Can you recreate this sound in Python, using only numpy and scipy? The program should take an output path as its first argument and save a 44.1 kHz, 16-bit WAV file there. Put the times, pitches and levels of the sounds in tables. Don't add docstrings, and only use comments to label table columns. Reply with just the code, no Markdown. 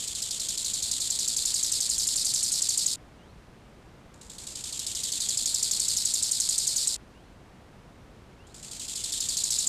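import sys
import numpy as np
from scipy import signal
from scipy.fft import rfft, irfft
from scipy.io import wavfile

SR = 44100
rng = np.random.default_rng(int(sys.argv[2]) if len(sys.argv) > 2 else 0)


def dump(signal):
    limited = np.clip(np.atleast_2d(signal).T, -1, 1)
    pcm = np.round(limited * 32767).astype(np.int16)
    wavfile.write(sys.argv[1], SR, pcm)


N = 426886


def undb(db):
    return 10 ** (np.asarray(db) / 20)


def level(x, db):
    rms = np.sqrt(np.mean(x ** 2) + 1e-20)
    return x * undb(db) / rms


def along(at, table):
    first, *columns = np.transpose(table)
    return [np.interp(at, first, column) for column in columns]


def walk(n, rate):
    at = np.arange(n) / SR * rate
    count = int(at[-1]) + 2
    return 1.2 * np.interp(at, np.arange(count), rng.standard_normal(count))


def response(points, size):
    hz, db = np.transpose(points)
    bin_hz = np.arange(size // 2 + 1) * SR / size
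    return undb(np.interp(np.log(bin_hz + 1), np.log(hz), db))


def ring(points, size=256):
    cepstrum = irfft(np.log(response(points, size)))
    cepstrum[1:size // 2] *= 2
    cepstrum[size // 2 + 1:] = 0
    return irfft(np.exp(rfft(cepstrum)))


def strokes(start, end):
    # first_stroke_s, last_stroke_s, jerk_db (opening jerk over the shiver), surge (extra speed share in the jerk)
    runs = [(-.014, -.014, -6.5, 0.56), (.075, .15, 6.5, .55), (.219, .575, 8, .6), (.645, 1.002, 6, 0.62),
            (1.101, 1.804, 5.5, 0.66), (1.892, 2.158, 3.5, 1.05), (2.247, 2.518, 5.5, 1.1),
            (2.619, 2.619, 10, .7), (2.687, 2.861, 8, 0.69), (4.139, 4.138, 13, 0.45),
            (4.211, 4.724, 5, .75), (4.792, 4.792, 13, 0.64), (4.865, 5.287, 7.5, .6),
            (5.372, 6.05, 8, 0.57), (6.137, 6.4, 9, .8), (6.489, 6.76, 7, 0.79), (6.872, 6.872, 11, 0.81),
            (8.468, 8.468, 10, 0.46), (8.543, 8.88, 0.5, 0.65), (8.955, 9.369, 7.5, .55),
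            (9.436, 9.436, 8.5, 0.57), (9.505, 9.667, 7.5, 0.58)]
    usual_stroke_s = .087
    rows = []
    for first, last, jerk_db, surge in runs:
        if start <= first < end:
            count = round(abs(last - first) / usual_stroke_s) + 1
            rows += [(s, jerk_db, surge) for s in np.linspace(first, last, count)]
    stops = [row[0] for row in rows[1:]] + [end]
    return [(s, stop, jerk_db, surge) for (s, jerk_db, surge), stop in zip(rows, stops)]


def pegs(hz, force, uneven, scatter_db, order=8):
    travel = np.cumsum(hz) / SR
    count = int(travel[-1])
    chance = rng.standard_normal((count, 2))
    place = np.arange(count) + rng.random()
    jitter = np.interp(place, travel, uneven) * chance[:, 0]
    at = np.interp(place + jitter, travel, np.arange(len(hz)))
    whole = at.astype(int)
    size = force[whole] * undb(scatter_db * chance[:, 1])
    taps = whole[:, None] + np.arange(-order, order + 1)
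    offset = taps - at[:, None]
    clicks = size[:, None] * np.sinc(offset) * np.sinc(offset / (order + 1))
    train = np.bincount(np.maximum(taps, 0).ravel(), clicks.ravel(), len(hz) + order + 1)
    return train[:len(hz)]


def leg(n, speed_hz, jerk_db, stall_db, lag, surge, uneven):
    # stroke_share, speed_ratio, press_db, jerk_share
    course = [(0, .9, 5, 0.44), (0.032, 1, 3.5, 0.98), (.08, 0.99, 4, 0.99), (0.135, 1, 4.5, 0.41),
              (0.218, 0.97, 6, .18), (0.359, 0.95, 4, 0.25), (.76, 0.89, 4.5, 0.22), (.83, .8, -2, 0.63),
              (0.869, .33, 3, 0.011), (1, .25, 5.5, 0)]
    shiver_hz, timing = 116, .07
    dip, slack_db, limp_db = .32, 5.5, 2.0
    wobble, vary, grip_db = .055, .04, 2.0
    smooth_hz, worst_stumble = 4500, 1.5

    share = np.arange(n) / n - lag
    pace, press_db, jerk = along(share, course)
    arcs = share * n / SR * shiver_hz + timing * walk(n, 100)
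    arc = np.sin(np.pi * arcs)
    slack = (1 - jerk / 2) * (1 - np.abs(arc))
    drag = wobble * walk(n, 450) + vary * walk(n, 60)
    driven_hz = speed_hz * pace * (1 + surge * jerk)
    hz = np.maximum(driven_hz * (1.07 - dip * slack) * np.exp(drag), 100)
    db = press_db + jerk_db * jerk + (slack_db - stall_db) * slack
    db = db + limp_db * arc + grip_db * walk(n, 650)
    stumble = np.minimum(smooth_hz / hz, worst_stumble)
    return pegs(hz, undb(db), uneven * stumble, scatter_db=0.5)


def grasshopper():
    # start_s, full_effort_s, end_s
    bouts = [(-1.35, 1.55, 2.958), (4.105, 5.55, 6.964), (8.44, 9.5, 9.755)]
    # frequency_hz, level_db
    wing = [(300, -37), (1300, -19), (2100, -14.5), (2750, -12), (3400, -6), (4400, -3), (5300, -5),
            (6000, -6.5), (6600, -1.5), (7250, 2), (7800, 0.1), (8400, -1.5), (9500, -10), (12000, -17),
            (13500, -25), (15300, -32.5)]
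    song_db, swell_power = -27.5, 1.085
    stroke_scatter_db, jerk_scatter_db = 0.32, 0.1
    slow_hz, fast_hz, speed_power = 1801, 4647, 0.97
    weakest_stall_db, stall_power = 15, 3.6
    far_db, far_lag, far_speed, far_surge, far_accent = -0.5, .028, .94, .55, 0.69

    out = np.zeros(N + 2 * SR)
    click = ring(wing)
    for start, full, end in bouts:
        for s, stop, jerk_db, surge in strokes(start, end):
            n, first = int((stop - s) * SR), int(s * SR) + SR
            effort = min((s - start) / (full - start), 1)
            speed_hz = slow_hz + (fast_hz - slow_hz) * effort ** speed_power
            gain = effort ** swell_power * undb(song_db + stroke_scatter_db * rng.standard_normal())
            accent_db = jerk_db + jerk_scatter_db * rng.standard_normal()
            stall_db = weakest_stall_db * (1 - effort) ** stall_power
            near = leg(n, speed_hz, accent_db, stall_db, 0, surge, uneven=0.11)
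            lag = far_lag * np.sqrt(effort) * rng.uniform(0.46, 1.6)
            far = leg(n, speed_hz * far_speed, far_accent * accent_db, stall_db, lag,
                      far_surge * surge, uneven=.1)
            sound = np.convolve(near + undb(far_db) * far, click)
            out[first:first + len(sound)] += sound * gain / np.std(sound[:n])
    return out[SR:SR + N]


def hillside(swell_db=0.18):
    # frequency_hz, density_db (per Hz)
    air_spectrum = [(12, -11.5), (20, -16), (44, 0), (191, -6), (416, -12), (614, -14.5), (705, -15),
                    (788, -16.5), (932, -17), (1130, -19), (1870, -23), (9130, -38.5), (15500, -51.5)]
    noise = rng.standard_normal(N)
    air = irfft(rfft(noise) * response(air_spectrum, N), N)
    return level(air * undb(swell_db * walk(N, 1.9)), db=-51)


def bird(waver=0.0092, flutter_db=3):
    # time_s (from its start), pitch_hz, level_db (relative)
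    whistle = [(0, 2570, -8), (.018, 2790, 3.5), (.042, 2860, 2), (.065, 3120, 2), (.1, 3500, -8),
               (.116, 4000, 1), (.135, 4400, 0), (.155, 4400, -8)]
    # start_s, level_db
    whistles = [(3.175, -66), (7.135, -69), (8.39, -63)]
    out, n = np.zeros(N), int(whistle[-1][0] * SR)
    hz, shape_db = along(np.arange(n) / SR, whistle)
    for s, db in whistles:
        wavering_hz = hz * (1 + waver * walk(n, 200))
        tone = np.sin(2 * np.pi * np.cumsum(wavering_hz) / SR)
        first = int(s * SR)
        out[first:first + n] += tone * undb(db + shape_db + flutter_db * walk(n, 65))
    return out


def scene():
    return (grasshopper() + hillside() + bird())[None]


def record(dry, top_hz=15350):
    lowpass = signal.ellip(10, .2, 70, top_hz, fs=SR, output="sos")
    return signal.sosfilt(lowpass, dry)


dry = scene()
out = record(dry)
dump(out)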